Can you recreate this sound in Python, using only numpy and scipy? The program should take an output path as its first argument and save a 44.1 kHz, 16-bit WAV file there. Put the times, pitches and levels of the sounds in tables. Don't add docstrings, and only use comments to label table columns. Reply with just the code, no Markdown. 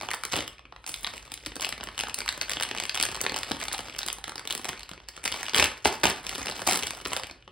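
import sys
import numpy as np
from scipy import signal
from scipy.fft import rfft, irfft, next_fast_len
from scipy.io import wavfile

SR = 44100
rng = np.random.default_rng(int(sys.argv[2]) if len(sys.argv) > 2 else 0)


def persist_wave(psi):
    counts = np.round(np.clip(psi, -1, 1) * 32767).astype(np.int16)
    wavfile.write(sys.argv[1], SR, np.atleast_2d(counts).T)


def volts_from_db(level):
    exponent = np.asarray(level, float) / 20
    return 10 ** exponent


N = 331191

COLOUR_HZ = [300, 950, 2200, 4200, 9000]
MIDDLE_PITCH_HZ = 3000


def rms_one(x):
    return x / np.sqrt(np.mean(x ** 2) + 1e-20)


def in_time(rows):
    s, *columns = np.transpose(rows)
    t = np.arange(N) / SR
    return [np.interp(t, s, column) for column in columns]


def at_hz(points, hz):
    table_hz, value = np.transpose(points)
    return np.interp(np.log(hz + 1), np.log(table_hz + 1), value)


def drift(rate_hz):
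    pole = np.exp(-80 * np.pi * rate_hz / SR)
    noise = rng.standard_normal(N // 40 + 2002)
    slow = signal.lfilter([1], [1, -2 * pole, pole * pole], noise)[2000:]
    return np.interp(np.arange(N) / 40, np.arange(len(slow)), rms_one(slow))


def bands():
    edges_hz = 60 * 2 ** np.arange(0, 8.6, .5)
    pairs = []
    for low, high in zip(edges_hz, edges_hz[1:]):
        band = signal.butter(2, [low, min(high, .45 * SR)], "band", fs=SR, output="sos")
        pairs.append((np.sqrt(low * high), band))
    return pairs


def room_tone():
    # (frequency [Hz], relative density [dB per Hz])
    tone = [(30, -12), (50, 13.5), (75, 0), (130, 1), (180, -12.5), (500, -10.5), (1200, -40), (3200, -18),
            (5000, -34.5), (10000, -41), (16000, -59)]
    # (time [s], level [dB])
    swell = [(0.0, -57), (0.6, -57.5), (3.22, -52), (5.3, -60), (6.3, -54.5), (7.51, -58)]
    hz = np.arange(N // 2 + 1) * SR / N
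    noise = irfft(rfft(rng.standard_normal((2, N))) * volts_from_db(at_hz(tone, hz)), N)
    return volts_from_db(in_time(swell)[0]) * rms_one(noise)


def echoes(x):
    # (frequency [Hz], t60 [s])
    room_t60 = [(100, 0.37), (500, 0.34), (1400, 0.42), (3700, 0.29), (9700, 0.23), (16000, 0.13)]
    gap_s, bag_moves_hz = 0.0016, 6.65
    t = np.arange(SR // 2) / SR
    tail = 0
    for hz, band in bands():
        noise = rms_one(signal.sosfilt(band, rng.standard_normal((4, 2, len(t)))))
        tail = tail + np.sqrt(hz) * noise * volts_from_db(-60 * t / at_hz(room_t60, hz))
    tail = tail * np.clip(t / gap_s - .5, 0, 1)
    blend = np.array([drift(bag_moves_hz) for _ in tail])
    blend = blend / np.sqrt(np.sum(blend ** 2, axis=0))
    wet = 0
    for share, pattern in zip(blend, tail):
        pattern = pattern / np.sqrt(np.sum(pattern ** 2) / 2)
        wet = wet + signal.fftconvolve(x * share, pattern, axes=1)[:, :N]
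    return wet


def effort():
    # (time [s], crackle level [dB], treble share [dB])
    handling = [(0, -49, -8.5), (.1, -70, -3), (.4, -53, -5.5), (.6, -82, -16), (.84, -80, 3),
                (.88, -61, 10.5), (1.3, -62, -11), (1.6, -65, -6), (2.97, -56.5, -10), (3.5, -56.5, -10),
                (4.0, -59.5, -8), (4.35, -70, -14), (4.64, -56.5, -6), (5.05, -72, -16),
                (5.27, -52.5, -8.5), (5.7, -62.5, -5), (6.2, -60, -7.5), (6.45, -51.5, -6.5),
                (6.72, -56.5, -1.5), (7.15, -52.5, -7.5), (7.3, -68.5, -18), (7.51, -88, -10)]
    # (start [s], length [s], crackle level [dB])
    tugs = [(0.296, 0.072, -48.5), (5.546, 0.093, -40.5), (5.842, 0.022, -42), (6.035, 0.045, -40.5),
            (6.664, 0.075, -40.5)]
    attack_s, release_db_per_s = 0.0062, 253
    crackle_db, treble_db = in_time(handling)
    t, gain = np.arange(N) / SR, volts_from_db(crackle_db)
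    for start_s, length_s, db in tugs:
        rise = np.clip((t - start_s) / attack_s, 0, 1)
        late_s = np.maximum(t - start_s - length_s, 0)
        gain = gain + rise * volts_from_db(db - release_db_per_s * late_s)
    return 20 * np.log10(gain), treble_db


def crackle(per_s, size_db, largest, clump_db):
    bass_offset_db, colour_spread_db, pitch_spread_octaves = -9, 3.5, .55
    crackle_db, treble_db = effort()
    chance = per_s * volts_from_db(clump_db * drift(25.0)) / SR
    at = np.flatnonzero(rng.random(N) < chance)
    extra_db = size_db * np.minimum(rng.exponential(1, N), largest)[at]
    bass, treble = colour_spread_db * rng.standard_normal((2, N))[:, at]
    pitch_hz = MIDDLE_PITCH_HZ * 2 ** (pitch_spread_octaves * rng.standard_normal(N)[at])
    bass_db = bass_offset_db + bass
    return np.column_stack([at, crackle_db[at] + extra_db, bass_db, bass_db / 2, pitch_hz, treble_db[at] + treble])


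def patches(at, spread_db):
    patch = rng.standard_normal(N + 64)
    return [spread_db * patch[at + 3 * k] for k in range(len(bands()))]


def film(buckles, own_db):
    # (frequency [Hz], gain [dB])
    radiation = [(70, -2.5), (150, -4), (300, 6.5), (900, 10), (1600, 10), (2800, 13), (5000, 13.5),
                 (9000, 14), (13000, 9.5), (17500, -18)]
    # (frequency [Hz], t60 [s])
    shake = [(100, 0.012), (600, 0.0075), (3000, 0.0075), (12000, 0.005)]
    rise_s, crack_db, early_cycles = 0.0008, 5, 0.57
    tilt_db_per_octave, burst_mid_db = 2, -3.5
    at, peak_db = buckles[:, 0].astype(int), buckles[:, 1]
    tilt_db = tilt_db_per_octave * np.log2(buckles[:, 4] / MIDDLE_PITCH_HZ)
    lower_mid_db = burst_mid_db + np.minimum(-tilt_db, 0)
    upper_mid_db = burst_mid_db + np.minimum(tilt_db, 0)
    colour_db = np.column_stack([buckles[:, 2:4], lower_mid_db, upper_mid_db, buckles[:, 5]])
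    shaking, out = rng.choice([-1., 1.], (2, 2, N)), np.zeros((2, N))
    rise = np.exp(-1 / (rise_s * SR))
    for k, (hz, band) in enumerate(bands()):
        place = np.interp(np.log(hz), np.log(COLOUR_HZ), np.arange(5))
        weights = np.maximum(1 - abs(place - np.arange(5)), 0)
        kicks = np.full(N, 1e-18)
        np.add.at(kicks, at, volts_from_db(peak_db + colour_db @ weights + own_db[k]))
        fall = volts_from_db(-60 / (at_hz(shake, hz) * SR))
        burst = signal.lfilter([1 - rise], np.convolve([1, -rise], [1, -fall]), kicks)
        flip = np.roll(kicks * shaking[0], round(rise_s * SR), axis=1)
        crack = volts_from_db(crack_db) * (-1) ** k * flip
        early = round(early_cycles * SR / hz)
        narrow = np.sqrt(COLOUR_HZ[2] * 0.96 / hz)
        sound = signal.sosfilt(band, burst * shaking[k % 2] + crack)
        out += volts_from_db(at_hz(radiation, hz)) * narrow * np.roll(sound, -early, axis=1)
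    return out


def rings(buckles):
    ring_db, cycles_at_middle, peak_s = -3, 1.3, 0.001003
    at, peak_db, hz = buckles[:, 0], buckles[:, 1], buckles[:, 4:5]
    low = np.log(COLOUR_HZ[2] / hz[:, 0]) / np.log(COLOUR_HZ[2] / COLOUR_HZ[1])
    level_db = ring_db + peak_db + np.clip(low, 0, 1) * buckles[:, 3]
    phase = 2 * np.pi * rng.random(N)[at.astype(int), None]
    swing_s = cycles_at_middle / np.sqrt(hz * MIDDLE_PITCH_HZ)
    t = np.arange(180) / SR
    swing = t / swing_s * np.exp(1 - t / swing_s)
    wave = volts_from_db(level_db)[:, None] * swing * np.exp(1j * (2 * np.pi * hz * t + phase))
    where = np.maximum(at[:, None] + (peak_s - swing_s + t) * SR, 0).astype(int).ravel()
    return np.array([np.bincount(where, path.ravel(), N + SR)[:N] for path in (wave.real, wave.imag)])


def ports(shared, differing):
    # (frequency [Hz], phase by which the left port leads [rad])
    port_lead = [(0, 0), (430, -.3), (1380, .1), (2070, .5), (3010, -.6), (3960, -.1), (5000, -.15),
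                 (5300, 2.0), (6500, 2.3), (6950, 3.14), (7500, 4.9), (8300, 6.1), (9400, 6.35),
                 (11000, 7.9), (12300, 9.3), (12800, 9.42), (13500, 10.07), (14200, 10.9), (15200, 11.9),
                 (16500, 12.3)]
    # (frequency [Hz], left minus right [dB])
    port_balance = [(100, -.3), (800, -1), (1800, -2.5), (2800, 4.5), (3600, -0.5), (16000, 0.5)]
    # (frequency [Hz], gain [dB])
    unalike = [(50, -20), (300, -13), (600, -9), (1400, -8), (2200, -9), (3000, -16), (4200, -19),
               (6000, -11), (7000, -18), (7700, -11), (9200, -18), (10400, -11), (12600, -20), (15000, -9)]
    size = next_fast_len(N + 4096)
    hz = np.arange(size // 2 + 1) * SR / size
    lead = np.interp(hz, *np.transpose(port_lead))
    half = volts_from_db(at_hz(port_balance, hz) / 2) * np.exp(.5j * lead)
    mid = rfft(shared, size)
    side = rfft(differing, size) * volts_from_db(at_hz(unalike, hz))
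    return irfft(np.array([(mid + side) * half, (mid - side) / half]), size)[:, :N]


def scene():
    # (time [s], level at 2 or 4 kHz, the stronger [dB],
    # relative level at 300 Hz [dB], at 1 kHz [dB], ring pitch [Hz], relative level at 9 kHz [dB])
    snap_rows = [(0.0114, -30.0, -14, 0, 2200.0, -9.0), (0.0218, -34, -6.0, 3, 4830, -7),
                 (0.031, -35, 9.5, 8, 1090, -19), (0.039, -37, -5, 8, 1650.0, -20),
                 (0.0493, -40, -13, -4.0, 2700.0, -13), (0.0866, -23.5, -10, 4.5, 2820, -18),
                 (0.1052, -23.5, -21, -16.0, 2150.0, -8), (0.113, -19.0, -10.0, -6, 2010, -2.5),
                 (0.134, -21.5, -18, -4, 900.0, -4.0), (0.139, -22.5, -13, -1, 1110, -8),
                 (0.145, -29, -5, -7, 4600, 5.0), (0.2356, -19.5, -22, -3, 1230, -6),
                 (0.251, -22, -9, -11, 4200.0, 1), (0.3172, -25.5, -14.0, -11, 4950.0, -12),
                 (0.3222, -22, -19, -11.0, 5100.0, -6.0), (0.3326, -19.5, -0.0, -6, 2900.0, -8),
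                 (0.3378, -20.5, -1, 7, 2820, -18), (0.357, -18.5, -9, -5, 2680, -7),
                 (0.3637, -20.5, -11, -3, 2440, -4), (0.3742, -22.5, 7, -3, 910, -7),
                 (0.3888, -24.5, 4.5, -4.0, 3180, -21), (0.4056, -30, -11, -7, 2130, -17),
                 (0.4778, -26, -15, -17, 3100.0, -4), (0.5821, -40, -20, -25, 2800.0, -24),
                 (0.5926, -34, -14, -5.5, 1110, -25), (0.6532, -38, -9, 0, 2450.0, -38),
                 (0.7236, -37.5, -7, 5.5, 1080, -36), (0.7621, -32.5, -25, -5, 1310, -27),
                 (0.841, -36, -25, -2, 3050.0, -24), (0.8638, -25.5, -25, -10.0, 2570, -6),
                 (0.875, -28.5, -35, -6.0, 2700.0, 1), (0.892, -26, -22, -21, 4550, -2),
                 (0.9177, -35, -23.0, -28.0, 4630, 0), (0.9407, -21.5, -27, -18, 3850.0, -8.0),
                 (1.0453, -18.5, -31, -4, 3640, -16), (1.0665, -22.5, -12, -12, 2900.0, -17),
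                 (1.0718, -23.5, -22, 2, 4800, -20), (1.136, -26, -10, -2, 1060, -17),
                 (1.1784, -32.0, -20, -24, 2800.0, -3), (1.3182, -29, -6.0, -5, 3520, 3.5),
                 (1.3394, -25.0, -26.0, -24, 4900.0, 2.5), (1.3754, -31.0, -18.0, -20, 3250.0, -10),
                 (1.4495, -39, -26.0, -18.0, 4750.0, -10.0), (1.4613, -21.5, -18, -12, 4830, -4.0),
                 (1.4667, -28.5, -2, -7, 2800.0, -4), (1.5189, -31.0, -8, -13, 2050.0, -24),
                 (1.556, -29, -10, -8, 3500.0, 2), (1.5649, -27.5, 3, 2, 4850.0, -2),
                 (1.5969, -31, -8, 0, 3150.0, -7), (1.6083, -24.5, -10, -16, 4900.0, 1),
                 (1.6192, -24, -7.5, -5, 4800.0, 2.0), (1.625, -17.5, -29, -17, 2800, -9),
                 (1.636, -26.5, -26.0, -8, 4600.0, -9), (1.646, -16.5, -19, -8.0, 2800.0, -10.0),
                 (1.653, -27.0, -13.0, -15, 3150.0, 0), (1.6677, -28.5, -4, 2.0, 3000.0, -10),
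                 (1.6899, -25.5, -11, -5.0, 5050.0, 4), (1.7247, -19.0, -10.5, -10, 2900, -19),
                 (1.7786, -32.5, -3, -1, 2150.0, -11), (1.8006, -34.0, -3, 2, 1050.0, -19.0),
                 (1.8087, -28, -3, -6, 2830, -22), (1.831, -29.5, -12, 4, 1580, -15.0),
                 (1.8372, -31, -12.0, -6, 2820, 5.0), (1.8716, -25.0, -8, 0.5, 3000, -21),
                 (1.8869, -29.5, -12, -2, 2950.0, -20), (1.9781, -24, -12, -5, 3000.0, -4),
                 (1.9906, -18.5, -22, 0, 3000.0, -6), (1.9995, -19, -7, -10, 2840, -10.0),
                 (2.008, -19.5, -11.0, -6, 2770, -6), (2.0352, -21, -9, -7.0, 2880, -7),
                 (2.0697, -29, -4.0, 0, 1300.0, -22), (2.0836, -33.0, -5.0, 5, 1140, 1),
                 (2.0959, -23, -15, -26, 2550.0, -12.0), (2.1065, -37, -19.0, -17, 2800.0, -23.0),
                 (2.1429, -19.5, -29, -25, 4550.0, 1), (2.183, -29.5, -16, -4.0, 2100.0, -5),
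                 (2.1871, -22, -16, -10.0, 4550.0, 1), (2.2042, -23.5, -12, -4, 4600.0, -6),
                 (2.2167, -26.0, -6, -6, 2370, -13), (2.26, -28.5, -10, 0.5, 1170, -1),
                 (2.2783, -17.0, -37, -20, 2110, -17), (2.2891, -11, -33, -14, 4000.0, -12),
                 (2.2947, -27, -38.0, -6, 2600.0, -23.0), (2.3249, -30.5, 0, 0, 1700.0, 3),
                 (2.3762, -32.5, 3, -1, 1160, -1), (2.4128, -13, -25.0, -18, 4200.0, -9),
                 (2.4208, -30.5, -3, 1, 1570, 5), (2.4299, -29, -2, -2, 2600.0, -17),
                 (2.4826, -33, -25, 4, 3150.0, -11.0), (2.4948, -21.0, -19, -3, 2170, 2),
                 (2.505, -22, -30, -15, 3000.0, -10.0), (2.5146, -19.5, -19, -9.0, 2780, -6),
                 (2.5184, -20, -17, -12, 4800.0, -7), (2.5335, -21.5, -18, -11.0, 3000.0, -3.5),
                 (2.569, -21, -9, -10, 3000.0, -27), (2.5991, -19.5, -12.0, -7, 3150.0, -9),
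                 (2.609, -24, -3, 3.5, 1560, 0), (2.6237, -15.5, -28, -30, 2920, -8.5),
                 (2.6297, -21.5, -20.0, -11.0, 2950.0, 2.0), (2.6336, -16.5, -22.0, -17, 3230, -6),
                 (2.6497, -28, -12, -3, 3100.0, -11.0), (2.6887, -27.5, -21, -18, 2850.0, -5),
                 (2.712, -20, -2.5, -9.5, 2750.0, -17.0), (2.7486, -24.5, -11, -1, 1090, -8),
                 (2.764, -27, -11, 0, 2650.0, -11.0), (2.7748, -23, -8, -16, 2760, -11),
                 (2.7832, -21.5, -7.5, -9.0, 2780, -14.0), (2.7997, -19, -18, -6, 2900.0, -6),
                 (2.8235, -27.0, -8, 1, 4500.0, -21), (2.8363, -22.5, -13, -14, 2800.0, -3),
                 (2.8527, -23.5, -18, -8, 2750.0, -8), (2.8944, -13.5, -35, -18, 4430, -15),
                 (2.9451, -20.5, -21, -12, 2880, -6), (2.9529, -21, -15, -17.0, 2900.0, 0),
                 (2.9603, -24.0, -16, 0, 1250.0, -12), (2.974, -17.5, -29, -3, 3900.0, -9),
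                 (2.9825, -24, -17.0, -12.0, 2800.0, -15), (2.9992, -14.5, -6, -11.0, 2880, -5),
                 (3.011, -17.5, -11, -10, 2750.0, -6), (3.0262, -14, -13, -10, 4650.0, 1),
                 (3.0352, -15.0, -25, 1, 4350.0, -12), (3.0519, -19.5, -11, -8, 2700.0, 3),
                 (3.0633, -22, -12.0, -10, 5000.0, -9), (3.087, -22, -1, -7, 2950.0, -15.0),
                 (3.1148, -25.5, -19, -6.0, 2730, -7), (3.1229, -30.5, 7, 1, 1260, -6.0),
                 (3.1457, -27.5, -17.0, 2, 2900.0, -3), (3.1533, -25.5, -17, 1, 3230, -10.0),
                 (3.163, -29.5, -1, -7, 3000.0, -1), (3.1723, -32, -8, 1, 1820, -10),
                 (3.2056, -26.5, -9, -1, 1850.0, -15), (3.213, -21.5, -7, -7, 4460, 9.5),
                 (3.2363, -28.0, -2.0, -2, 4550.0, 0), (3.2404, -23, -4, -8, 4400.0, -4),
                 (3.25, -25.5, -4.0, 1.5, 1240, -18.0), (3.2641, -13, -15, -6.5, 1850.0, -18),
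                 (3.2952, -20.0, -10, -20, 4400, -13), (3.3197, -25, 2, 1.0, 1150.0, -9),
                 (3.3426, -21.5, -4.0, -1.0, 2800.0, -10), (3.362, -22.5, -5, -2, 4450.0, -1),
                 (3.3678, -21, -26, -10, 4530, -8), (3.3776, -23.5, -11, -4, 2640, -6),
                 (3.3874, -25.5, -14, -6, 3380, 3), (3.4317, -21.5, -24, -4, 4050.0, -8),
                 (3.511, -23.5, 7, 1.5, 1200.0, -19), (3.5161, -17.5, -12, -3.0, 3860, -9.5),
                 (3.5487, -37, -7, 1, 1150.0, -13), (3.5677, -34.0, -23, 2, 1150.0, -6.0),
                 (3.6002, -33.5, -5, -9.0, 3420, 2), (3.6132, -27, -6, -14, 1850.0, -4),
                 (3.628, -25, -14, -3.0, 1700.0, -10), (3.638, -25.5, -14.0, -18, 4700, 0),
                 (3.653, -28, -24, -5, 2800.0, -5), (3.6823, -20.5, -20, -9.0, 3540, -7),
                 (3.7142, -24, -13, -6, 1660, -26.0), (3.7246, -25.5, -26, -8.0, 3970, -7),
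                 (3.729, -27.5, -29.0, -13, 3700.0, 10.0), (3.7374, -34.5, -8, 10, 1010, 0.0),
                 (3.7423, -24, -12.0, -13, 3650, -9.0), (3.746, -24.5, -11.0, -2, 3500, -14.0),
                 (3.7797, -27, -23, -10, 3700.0, -3), (3.7908, -23, -7, -4, 3000.0, -11),
                 (3.8048, -32.5, -2, 1, 3050.0, -2), (3.8711, -37, -4, -7, 2150.0, -24),
                 (3.8836, -36.0, -3, 9, 3100.0, -14.0), (3.8965, -29, -11.0, -8, 2470, -17),
                 (3.9238, -35, -19, -9, 2930, -22), (3.9404, -37, -15, -9.0, 3650.0, -11),
                 (3.948, -32.0, -15.0, -8.0, 2920, -21.0), (3.9624, -29.0, -8, -13, 5000, -9),
                 (3.9844, -30.5, -17, -9, 4400.0, 3.0), (3.9888, -17, -21.0, -16, 5740, -6),
                 (4.007, -34, -12, -0.0, 2850.0, -22.0), (4.0165, -26.0, -19, -20, 3750.0, -14),
                 (4.022, -34, -31.0, -9.0, 2800.0, -13.0), (4.0307, -23.5, -23, -5, 3950.0, -9.5),
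                 (4.0627, -31.5, 6.5, -4, 3650.0, 12), (4.0772, -27.5, -16, 3.5, 3070, 1),
                 (4.084, -19.5, -17.0, -5, 5080, -3), (4.1008, -22.5, -12, -13.0, 2750.0, -16),
                 (4.1281, -31, -15, -5, 5100.0, 12), (4.1842, -35.0, 2, 4, 3950.0, -2),
                 (4.2405, -21.5, -21.0, -7.5, 3280, -9.0), (4.2743, -36, -7.0, -5, 3430, -18),
                 (4.2788, -29.5, -5.0, 5, 3250.0, -2), (4.2939, -25, -7, -5, 4660, -4.5),
                 (4.319, -30, -17, -2, 1360, -13), (4.3564, -28.5, -9.0, -4, 5150.0, -3.5),
                 (4.3795, -26, -11, -9, 4700.0, -9.5), (4.3938, -30, -21.0, 1, 3700.0, -4),
                 (4.412, -45.0, -1.0, 14, 1100.0, -9.0), (4.4524, -33, 1, 3, 2850.0, -4.0),
                 (4.4738, -22.5, -17.0, -12, 3760, -3), (4.5, -25.5, -16, -6, 1610, -5),
                 (4.5068, -19.5, -18, -10, 3870, -2.0), (4.512, -26, -10, -10.0, 3750.0, -4.0),
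                 (4.5246, -24, -21, -18.0, 3800, 4.5), (4.5327, -34, -4, 1, 4100.0, -10),
                 (4.5501, -26.5, -6, 0, 4050.0, 6.5), (4.5768, -29.5, -12.0, -6, 5400.0, 3.5),
                 (4.594, -33.0, 1, 0.0, 1000.0, -5.0), (4.6143, -34, -9.0, -12.0, 3800.0, -1),
                 (4.6443, -25.5, -8, -9, 3250.0, 1), (4.6531, -24, -9, -3, 4050.0, -3),
                 (4.6591, -33, -8, -14, 2400.0, -9.0), (4.6854, -28.0, -4, -3, 5330, -2.0),
                 (4.6895, -21, -11, -8, 2050, -1.5), (4.6956, -28, -2, -3.0, 4350.0, -19),
                 (4.7302, -29.5, -3, -3, 1550.0, -18), (4.7752, -32, -17.0, -17, 3000.0, -19.0),
                 (4.7936, -34, -19.0, -17, 4200.0, -2), (4.8066, -32, -17, -9, 4000.0, -12),
                 (4.8138, -42, -6, -12, 3000.0, -18.0), (4.8315, -28.5, -19.0, -10, 4450.0, -7.5),
                 (4.8913, -28, -24, -7, 4130, -6.0), (4.9137, -30.5, 3.5, -5, 3230, -8),
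                 (4.9339, -33, -13, -3.0, 1450.0, -13), (4.9773, -39.5, 2, -7.0, 2160, -22.0),
                 (5.0013, -38, -21, -3, 1250.0, -21), (5.0861, -27.5, -26, -18, 4700, -1),
                 (5.0902, -35, -19, -13, 4400, -8.0), (5.165, -35.0, -12.0, -17, 3000.0, -2),
                 (5.1764, -31, -2, -1.5, 1400.0, -17.0), (5.2395, -26.5, -12, -7, 2430, -0.0),
                 (5.2522, -21.0, -17, -11, 4900.0, 2), (5.2556, -16.5, -14, -4.5, 2600, -6),
                 (5.2596, -20.0, -11, -11, 4700, -6.0), (5.2772, -15.5, -18, -11, 1750, -5.0),
                 (5.3176, -23.5, -4, -5.0, 4670, -4), (5.3231, -19.0, -9, -17, 4470, -10),
                 (5.4297, -23.5, -17, -8.0, 1830, -3.0), (5.4543, -30.0, -16, -11, 3100.0, -9),
                 (5.4644, -25.0, -29, -26, 2900.0, -14), (5.4827, -22.5, -34, 3, 3070, -14),
                 (5.4945, -21, -23.0, -20, 4730, -14), (5.5341, -22, -7, -6.0, 4500.0, -11),
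                 (5.5453, -8.5, -17, -15, 3170, -9.5), (5.555, -19, -11, 3, 1550.0, -1),
                 (5.5618, -22, 0, -7, 3100.0, -2), (5.5721, -17, -8, 0.0, 3180, -6.0),
                 (5.5782, -15.0, -20, -13, 4460, -17), (5.5824, -12.5, -17, -7.0, 4050.0, -1),
                 (5.5969, -8, -18, -7, 1620, -10.0), (5.601, -17.0, -7, 0, 4700.0, -4),
                 (5.6247, -8.5, -4.5, -3, 3000.0, -28), (5.6414, -14, -12, -13, 3200.0, -5),
                 (5.6575, -22.0, -12, -12, 4450.0, -9), (5.8554, -13, 0, 4.5, 2730, -22),
                 (5.8606, -22.5, 5.0, -3, 950.0, -4), (5.8688, -19, -5, -18, 2780, -4),
                 (5.9239, -26.5, -3, -2, 3050.0, -5), (6.034, -11.5, -2, 0, 2630, -12),
                 (6.0387, -14.5, 1, 5, 3800, -2), (6.0454, -16, 3, 0, 3550.0, -7),
                 (6.054, -11, 1, -1.5, 2800, -9.0), (6.0672, -14.5, -7, -12, 2900.0, -5),
                 (6.0718, -16.5, 0, -8, 2850.0, -20), (6.0996, -21, -2, -7.0, 3100.0, -2.0),
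                 (6.2663, -19.5, -14, -13, 2600, -9), (6.2928, -22, -11, -12, 4700.0, -1),
                 (6.3135, -30, -18, -5, 1800.0, -7.0), (6.327, -34, -3, 1, 1600.0, -3),
                 (6.351, -29, -6.0, -12, 4860, -2), (6.356, -24.0, -4, -6, 5040, -5),
                 (6.3802, -29, -1, -1, 5050.0, 2), (6.3857, -34, 2, -8.0, 2950.0, -5.0),
                 (6.4577, -26, -1.5, -5, 5030, 2), (6.4685, -23, 2, -3, 2650.0, -6.0),
                 (6.4824, -20.0, -12.0, -15, 2850.0, -14), (6.4899, -28.5, 1, -1.0, 3050.0, -3),
                 (6.4972, -28.5, -3, 5, 2600.0, -7), (6.5121, -25.0, -12.0, -17.0, 4350.0, -11.0),
                 (6.521, -30.5, -12, 4, 2300.0, -8), (6.5617, -31.0, -9, -4, 2700.0, -7),
                 (6.5931, -28.5, -7.0, 4.5, 3050.0, -9), (6.6179, -27.0, 5.5, 4, 4700, -3),
                 (6.6698, -21.5, -6, 4, 2920, 7.5), (6.6737, -15.0, -3, -1.0, 4750.0, 1.5),
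                 (6.7104, -20.5, -6, -2, 3600.0, -4), (6.7222, -18, -4, -13, 5000, -4.0),
                 (6.7309, -21.5, -5.0, -18, 3100.0, 2), (6.757, -20, -3, -14, 5300, 1.0),
                 (6.773, -22, -4, -11, 4800.0, 4), (6.7902, -24, -13.0, -9, 4950.0, 2),
                 (6.8247, -24, -3, -11, 2800.0, -14), (6.8328, -17.5, -11, -17, 2950, -8),
                 (6.869, -21, -19, -15, 3300, -2), (6.9061, -19.5, -13, -9, 1020, -5),
                 (6.977, -36, -4, 3, 880, -16), (7.0525, -20.5, -9, -14.0, 2900.0, -7),
                 (7.059, -23.0, -6, 0, 3000, -22), (7.072, -33.5, -2.0, -6, 1700.0, 6),
                 (7.1183, -25, -3, -0.5, 1100.0, -21.0), (7.125, -29.5, 3, 1, 1830, -20.0),
                 (7.1318, -19.5, -4.5, -4, 3000.0, -4), (7.1646, -15.5, -19, -5, 5000, -8.5),
                 (7.1713, -25.0, -7, 1, 3100.0, -1), (7.1965, -25, -6, -2, 4800.0, -7.0),
                 (7.234, -24.0, -5, -10, 3120, -9), (7.2425, -27.5, -2, -16, 2620, -19),
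                 (7.269, -37, -9, -6, 2620, 1), (7.297, -32, -9, -4.0, 1600.0, -18.0),
                 (7.311, -33.5, -3, -4.0, 4700.0, -11), (7.424, -44, -30.0, -16.0, 2830, -35),
                 (7.4771, -33.5, 2, -1.0, 2870, -32)]
    echo_db = -7.5
    snaps = np.array(snap_rows) * [SR, 1, 1, 1, 1, 1]
    grains = crackle(per_s=480.0, size_db=6.0, largest=2.32, clump_db=4.5)
    buckles = np.vstack([snaps, grains])
    spread_db = np.repeat([1.5, 5.0], [len(snaps), len(grains)])
    own_db = patches(buckles[:, 0].astype(int), spread_db)
    bag = film(buckles, own_db) + rings(buckles)
    return ports(*(bag + volts_from_db(echo_db) * echoes(bag) + room_tone()))


def low_pass(x):
    return signal.sosfilt(signal.butter(12, 16990, fs=SR, output="sos"), x)


def record(dry):
    x = signal.sosfilt(signal.butter(2, 33.0, "high", fs=SR, output="sos"), dry)
    x = signal.sosfilt(signal.cheby2(10, 30, 16500.0, fs=SR, output="sos"), x)
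    return low_pass(x)


dry = scene()
out = record(dry)
persist_wave(out)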